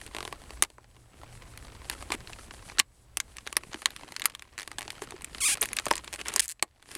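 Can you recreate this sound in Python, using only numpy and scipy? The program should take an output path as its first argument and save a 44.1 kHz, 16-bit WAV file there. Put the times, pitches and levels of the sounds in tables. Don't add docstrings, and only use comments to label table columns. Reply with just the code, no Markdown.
import sys
import numpy as np
from scipy import signal
from scipy.fft import rfft, irfft, next_fast_len
from scipy.io import wavfile
from scipy.ndimage import uniform_filter1d

SR = 44100
rng = np.random.default_rng(int(sys.argv[2]) if len(sys.argv) > 2 else 0)


def how_loud(loudness_db):
    steps = np.asarray(loudness_db, float) / 20
    return 10 ** steps


def store_pcm(level_fs):
    pcm = np.round(np.clip(level_fs, -1, 1) * 32767).astype(np.int16)
    wavfile.write(sys.argv[1], SR, np.atleast_2d(pcm).T)


N = 307377

# frequency in Hz, relative level in dB.
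RUSTLE_COLOUR = [(90, -21), (280, 11), (650, -2), (1000, -0.5), (2600, 2), (4300, -8.5), (8000, -29.5)]
# frequency in Hz, relative level in dB.
HISS_COLOUR = [(1500, -32.5), (4000, -1.5), (6000, -1.5), (9700, 5), (12000, -5.5), (15500, -26.5),
               (16000, -45)]


def evened(x):
    return x / np.sqrt(np.mean(x ** 2) + 1e-20)


def add(mix, s, sound):
    part = mix[round(s * SR):][:len(sound)]
    part += sound[:len(part)]


def coloured(x, points):
    size = next_fast_len(len(x) + 512)
    point_hz, point_db = np.transpose(points)
    hz = np.fft.rfftfreq(size, 1 / SR)
    gain = how_loud(np.interp(np.log(hz + 1), np.log(point_hz), point_db))
    return evened(irfft(rfft(x, size) * gain, size)[:len(x)])


def lumps(size, span_s, depth_db):
    span = max(round(span_s * SR), 1)
    wander = uniform_filter1d(uniform_filter1d(rng.standard_normal(size), span), span)
    return how_loud(depth_db * evened(wander))


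def random_hits(per_s, spread_db):
    size = how_loud(spread_db * np.minimum(rng.exponential(1, N), 2.5))
    return size * (rng.random(N) < per_s / SR)


def snap(thud_db, crack_db, tear_s=0.00095, tear_db=-5, shake_s=0.0045, shake_db=-21):
    # nominal frequency in Hz, level in dB before
    # scaling by 1/sqrt(t60), t60 in seconds.
    shell_modes = [(490, -18, 0.0019), (1103, 3.5, 0.012), (2185, 3.5, 0.0017), (2894, -2, 0.0016),
                   (4536, 2, 0.0016), (6820, -2, 0.0029), (8570, 10, 0.0012), (12600, -44, 0.0018)]
    boom_nominal_hz, boom_db, boom_t60 = 327, -14, .04
    hz, db, t60 = np.transpose(shell_modes)[:, :, None]
    t = np.arange(1800) / SR

    hz_here = hz * (1 + .09 * rng.standard_normal(hz.shape))
    modes = (how_loud(db - 60 * t / t60) / np.sqrt(t60) * np.sin(2 * np.pi * hz_here * t)).sum(0)

    tear = how_loud(tear_db) * np.exp(-t / tear_s)
    shudder = how_loud(shake_db) * np.exp(-t / shake_s)
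    fractures = rng.standard_normal(len(t)) * (tear + shudder)
    fractures *= 1 - np.exp(-t / .0003)
    fractures[14] = -1
    ringing = signal.fftconvolve(modes, fractures)[:len(t)]

    out = 0
    for low_hz, high_hz, level_db in ((470, 1500, thud_db), (1500, 5500, 0), (5500, 15500, crack_db)):
        sos = signal.butter(3, (low_hz, high_hz), "bandpass", fs=SR, output="sos")
        part = signal.sosfilt(sos, ringing)
        peak = np.sqrt(2 * uniform_filter1d(part ** 2, 50).max())
        out = out + how_loud(level_db) * part / peak

    boom_hz = boom_nominal_hz * hz_here[0] / hz[0]
    boom = how_loud(thud_db + boom_db - 60 * t / boom_t60) * np.sin(2 * np.pi * boom_hz * t)
    return out + boom


def snaps():
    # start in seconds, ring level in dB, thud relative to it in dB, crack relative to it in dB.
    snap_rows = [(.014, -35, -26, -3), (.064, -37, -20, 1.5), (.326, -29, 1.5, -7.5),
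                 (0.5057, -34.5, -2.5, -9), (0.6235, -12, -7.5, 6.5), (0.6357, -22.5, -8.5, -4.5),
                 (0.648, -31.5, -6, -5.5), (0.7015, -45.5, -1.5, -2), (0.7824, -57.5, 18, 2),
                 (.843, -50, -2, -16), (0.965, -50.5, -1, -6.5), (1.2334, -43.5, 9, -8),
                 (1.575, -36, -25, 1), (1.898, -21, -10.5, 0), (2.0248, -35.5, 3, 0),
                 (2.1034, -29.5, 2.5, -9.5), (2.12, -17.5, -7, -8), (2.2732, -33.5, -29, -16),
                 (2.3316, -34, -18, -16), (2.5089, -33, -7.5, -22), (2.6979, -33.5, -6, -18),
                 (2.7847, -17.5, -9, -19), (2.793, -17, -30, 6), (2.7973, -8.5, -13.5, -2),
                 (3.171, -19.5, -11, 3), (3.2014, -19, -38, -1), (3.3679, -34.5, -21, 0),
                 (3.3839, -30, -38, -13.5), (3.4661, -32.5, -2.5, -8), (3.4733, -26, -10.5, -6.5),
                 (3.527, -27.5, -7, -1), (3.5674, -14, -9.5, 4.5), (3.6346, -34.5, -3, -11.5),
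                 (3.7314, -32.5, -5, -9.5), (3.7433, -26, -7.5, -14.5), (3.8192, -34, -2.5, -0.5),
                 (3.8575, -8, -30, -5.5), (3.9048, -36, -11.5, -3), (3.9629, -30.5, -35, -4.5),
                 (4.0333, -39.5, 3, -28), (4.121, -34.5, -3, -2.5), (4.1639, -23, -36, -7.5),
                 (4.1966, -29, -22, -2.5), (4.2188, -23, -25, -5.5), (4.2401, -33.5, -12, -2),
                 (4.2468, -29.5, -6, -13), (4.256, -13.5, -54, 4.5), (4.2983, -37.5, -7, -4),
                 (4.35, -28, -38, -7.5), (4.3942, -37, -10, -5), (4.4221, -32.5, -13, -6.5),
                 (4.676, -30, -6, -2.5), (4.7152, -32, -3.5, -4), (4.784, -25, -6.5, -2.5),
                 (4.7909, -35, -2, 5), (4.8789, -30.5, -2, -9), (4.9034, -26.5, -34, -6),
                 (4.9201, -44, -27, 2.5), (5.0198, -30.5, 1.5, -3), (5.107, -34.5, -8, -1),
                 (5.1208, -37.5, 4, -25), (5.2201, -37, -16, 2), (5.2449, -29.5, -27.5, 5),
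                 (5.3474, -28.5, -11, -12), (5.3825, -33.5, -19, -5.5), (5.553, -31, -6.5, -8.5),
                 (5.572, -32, -8.5, -4), (5.6268, -18, -8.5, -1), (5.634, -26.5, -2.5, 3.5),
                 (5.649, -30, -30, -8), (5.656, -27.5, -24, 1), (5.688, -31, -25, -5),
                 (5.7313, -24.5, -32, 3.5), (5.7661, -41, -17, 19.5), (5.769, -21, -29, -18),
                 (5.7869, -15.5, -26, -13.5), (5.797, -28, -4, -0.5), (5.8558, -29.5, -14, 6.5),
                 (5.8656, -24, 4.5, -5.5), (5.8833, -29.5, -11, 0.5), (5.9074, -24, -6, -6),
                 (5.911, -13.5, 2.5, -6.5), (5.9265, -36.5, -18, 8.5), (5.936, -25, -12, -12),
                 (5.955, -27, -25, 4.5), (5.9665, -33, -20, 3), (5.9788, -28.5, -25, 1),
                 (6.044, -36.5, -19, 1), (6.0772, -29, -8, -15), (6.1591, -34.5, -27, 1),
                 (6.213, -27.5, -23, -10), (6.253, -40, -13, 0.5), (6.2679, -33, -17, -7.5),
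                 (6.2833, -27, -12, 6.5), (6.3382, -29, -5, 4.5), (6.361, -18.5, -4.5, 7.5),
                 (6.3802, -28.5, -43, -10.5), (6.3943, -13.5, -29, 0), (6.48, -43, -31, 16.5),
                 (6.5948, -43, -8.5, -25.5), (6.6252, -13.5, -4.5, 0), (6.8254, -45, -5, -3),
                 (6.9147, -36, -16, -0.5), (6.9511, -30.5, -36, 3.5)]
    out = np.zeros(N)
    for s, ring_db, thud_db, crack_db in snap_rows:
        add(out, s, how_loud(ring_db) * snap(thud_db, crack_db))
    return out


def judders():
    # start in seconds, length in seconds, first gap in seconds, gap growth as a ratio,
    # nominal ring level in dB, thud relative to it in dB, crack relative to it in dB.
    judder_rows = [(.148, .14, .0178, 1.075, -29, -1, -7), (4.5793, .057, .0085, 1.09, -30, -12, -5),
                   (4.8086, .024, .0098, .98, -32, -9, -5), (6.1278, .03, .0045, 1.4, -31, -7, 1),
                   (6.4375, .023, .0051, 1.24, -37, -24, 9), (6.4905, .033, .0059, 1.01, -36, -21, 9)]
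    tear_s, alike = .0004, .5
    fade_db, spread_db = -2.5, 1.5
    out = np.zeros(N)
    for start_s, length_s, gap_s, growth, ring_db, thud_db, crack_db in judder_rows:
        after_s = gap_s * (np.cumsum(growth ** np.arange(12)) - 1) / growth
        spot = snap(thud_db, crack_db, tear_s)
        for s, chance in zip(after_s, rng.standard_normal(12)):
            fresh = snap(thud_db, crack_db, tear_s)
            click = alike * spot + np.sqrt(1 - alike ** 2) * fresh
            level = how_loud(ring_db + fade_db * s / length_s + spread_db * chance)
            add(out, start_s + s, (s < length_s) * level * click)
    return out


def scrape(start_s, end_s, db, bright_db):
    size = round((end_s - start_s) * SR)
    grit = rng.standard_normal((2, size)) * lumps(size, .0007, 4)
    sound = coloured(grit[0], RUSTLE_COLOUR) + how_loud(bright_db) * coloured(grit[1], HISS_COLOUR)
    no_bass = signal.butter(2, 454, "high", fs=SR, output="sos")
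    sound = signal.sosfilt(no_bass, sound)
    return how_loud(db) * evened(sound) * signal.windows.tukey(size, .3)


def scrapes():
    # start in seconds, end in seconds, level in dB before the fades, brightness in dB.
    scrape_rows = [(1.91, 1.944, -43, -3), (2.114, 2.156, -36, -6), (2.789, 2.798, -29.5, 5.5),
                   (5.012, 5.053, -47.5, 0), (5.613, 5.646, -33.5, -6), (6.186, 6.224, -41.5, -8),
                   (6.253, 6.313, -39.5, -10), (6.308, 6.396, -44, -5), (6.901, 6.985, -51, -4)]
    out = np.zeros(N)
    for row in scrape_rows:
        add(out, row[0], scrape(*row))
    return out


def squeak(rows, rough, steady_hz=1000):
    # frequency in Hz, relative level in dB.
    slip_colour = [(500, -17.5), (1100, -12.5), (2600, 1), (3400, -4.5), (5500, -5), (9700, 3.5),
                   (11500, -8.5), (15500, -16)]
    s, *columns = np.transpose(rows)
    t = np.arange(s[0], s[-1], 1 / SR)
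    hz, db = (np.interp(t, s, column) for column in columns)
    rough = np.clip(rough + .2 * (hz < steady_hz), 0, 1)
    jitter = evened(uniform_filter1d(rng.standard_normal(len(t)), 60))
    turns = np.cumsum(hz * (1 + .1 * rough * jitter)) / SR

    pulses = 0
    for k in range(1, 40):
        pulses = pulses + np.cos(2 * np.pi * k * turns + 0.11 * k * k) * (k * hz < 16000)
    puffs = np.exp(-(turns % 1) / 0.21) * rng.standard_normal(len(t))
    drive = (1 - rough) * evened(pulses) + rough * evened(puffs)
    return how_loud(db) * coloured(drive, slip_colour) * signal.windows.tukey(len(t), .04)


def squeaks():
    # time in seconds, nominal slips per second, level in dB.
    squeak_tables = [
        [(5.403, 1560, -32), (5.422, 1060, -28), (5.433, 1140, -28), (5.439, 1015, -26), (5.461, 1310, -23),
         (5.468, 1175, -23), (5.475, 1240, -24), (5.497, 550, -26), (5.508, 570, -27), (5.526, 850, -26),
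         (5.546, 770, -29)],
        [(6.396, 1600, -21), (6.401, 1800, -18), (6.4065, 1600, -22)],
        [(6.418, 1700, -37), (6.429, 900, -38), (6.436, 450, -40)],
    ]
    noise_shares = [.14, .5, .5]
    out = np.zeros(N)
    for rows, rough in zip(squeak_tables, noise_shares):
        add(out, rows[0][0], squeak(rows, rough))
    return out


def chirp():
    start_s, length_s, from_hz, to_hz = 5.611, .0095, 6100, 12700
    level_db, rise_s, fall_s, edge_db = -8, 0.0061, 0.0043, -12.5
    t = np.arange(0, length_s, 1 / SR)
    turns = np.cumsum(from_hz + (to_hz - from_hz) * t / length_s) / SR
    edge = 1 - np.clip(np.minimum(t / rise_s, (length_s - t) / fall_s + 0.52), 0, 1)
    throb = 0.29 + 0.43 * np.cos(2 * np.pi * 540 * (t - rise_s))
    out = np.zeros(N)
    add(out, start_s, how_loud(level_db + edge_db * edge) * throb * np.sin(2 * np.pi * turns))
    return out


def knocks(t60=.03, rise_s=.002):
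    # start in seconds, level in dB before the soft rise, frequency in Hz.
    knock_rows = [(2.102, -24, 308), (2.145, -23, 290), (3.746, -26.5, 298), (5.019, -27, 390),
                  (5.14, -31.5, 366)]
    out, t = np.zeros(N), np.arange(4000) / SR
    for s, db, hz in knock_rows:
        envelope = how_loud(db - 60 * t / t60) * (1 - np.exp(-t / rise_s))
        add(out, s, envelope * np.sin(2 * np.pi * hz * t))
    return out


def reflections(x, t60=0.072, level_db=-19):
    t = np.arange(8000) / SR
    tail = coloured(rng.standard_normal(len(t)), [(200, 24), (4000, -4.5), (16000, -19.0)])
    tail = tail * how_loud(-60 * t / t60) * (t > .002)
    return how_loud(level_db) * signal.oaconvolve(x, tail / np.linalg.norm(tail))[:N]


def ticks():
    hits = random_hits(per_s=120, spread_db=6)
    patch = rng.integers(0, 16, N)
    out = np.zeros(N)
    for k in range(16):
        creak = snap(2 - k % 4 * 3, -6 - k // 4 * 4)
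        out += signal.oaconvolve(hits * (patch == k), creak)[:N]
    return evened(out)


def bumps(t60=.025):
    hits = random_hits(per_s=30, spread_db=4)
    patch, t = rng.integers(0, 8, N), np.arange(2000) / SR
    out = np.zeros(N)
    for k, hz in enumerate(np.geomspace(110, 420, 8)):
        note = how_loud(-60 * t / t60) * np.sin(2 * np.pi * hz * t)
        out += signal.oaconvolve(hits * (patch == k), note)[:N]
    return evened(out)


def background():
    # time in seconds, room in dB, handling in dB, both before the mix trims.
    level_rows = [(0, -55, -56), (.62, -50.5, -63.5), (.68, -63.5, -78.5), (1.1, -59.5, -70.5),
                  (1.22, -53, -62.5), (2.1, -49.5, -58), (2.79, -55.5, -58.5), (2.84, -64.5, -83),
                  (3.3, -55.5, -69.5), (3.7, -62, -57), (4.2, -65, -58), (4.45, -63.5, -70),
                  (4.85, -57, -59.5), (5.8, -54.5, -54.5), (6.4, -59, -62.5), (6.55, -71, -85),
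                  (6.8, -69.5, -73), (6.97, -70, -50)]
    # frequency in Hz, relative level in dB per Hz.
    rumble_colour = [(15, -9), (25, -6.5), (60, 3), (95, -6), (200, -17), (600, -20.5), (9000, -43),
                     (13000, -77.5)]
    # frequency in Hz, half-width in Hz, nominal dB over the rumble.
    hum_rows = [(119.5, 20, -8), (7885, 250, -20)]
    whine_follows = 0.66

    s, *columns = np.transpose(level_rows)
    room_level, handling_level = (how_loud(np.interp(np.arange(N) / SR, s, column)) for column in columns)
    hiss_level = how_loud(-18) * room_level + how_loud(-7) * handling_level
    room_noise, handling_noise, hiss_noise = rng.standard_normal((3, N))

    room = coloured(room_noise, rumble_colour)
    steadier = evened(room_level ** (whine_follows - 1))
    for hz, width_hz, db in hum_rows:
        narrow = [(hz - width_hz, -40), (hz, 0), (hz + width_hz, -40)]
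        room += how_loud(db) * steadier * coloured(rng.standard_normal(N), narrow)

    rustle = coloured(handling_noise, RUSTLE_COLOUR) * lumps(N, .004, 4.7)
    handling = how_loud(-3) * rustle + how_loud(2) * ticks() + how_loud(-4) * bumps()
    hiss = coloured(hiss_noise, HISS_COLOUR) * lumps(N, 0.043, 3.4)
    return how_loud(0.5) * room_level * room + handling_level * handling + hiss_level * hiss


def scene():
    near = snaps() + judders() + scrapes() + squeaks() + chirp() + knocks()
    return np.tile(near + reflections(near) + background(), (2, 1))


def top_cut(x):
    return signal.sosfilt(signal.butter(12, 16830, fs=SR, output="sos"), x)


def record(dry):
    dulled = signal.sosfilt(signal.butter(2, 12700, fs=SR, output="sos"), dry)
    overloaded = 1.001 * np.tanh(dulled / 0.9)
    return top_cut(overloaded)


dry = scene()
out = record(dry)
store_pcm(out)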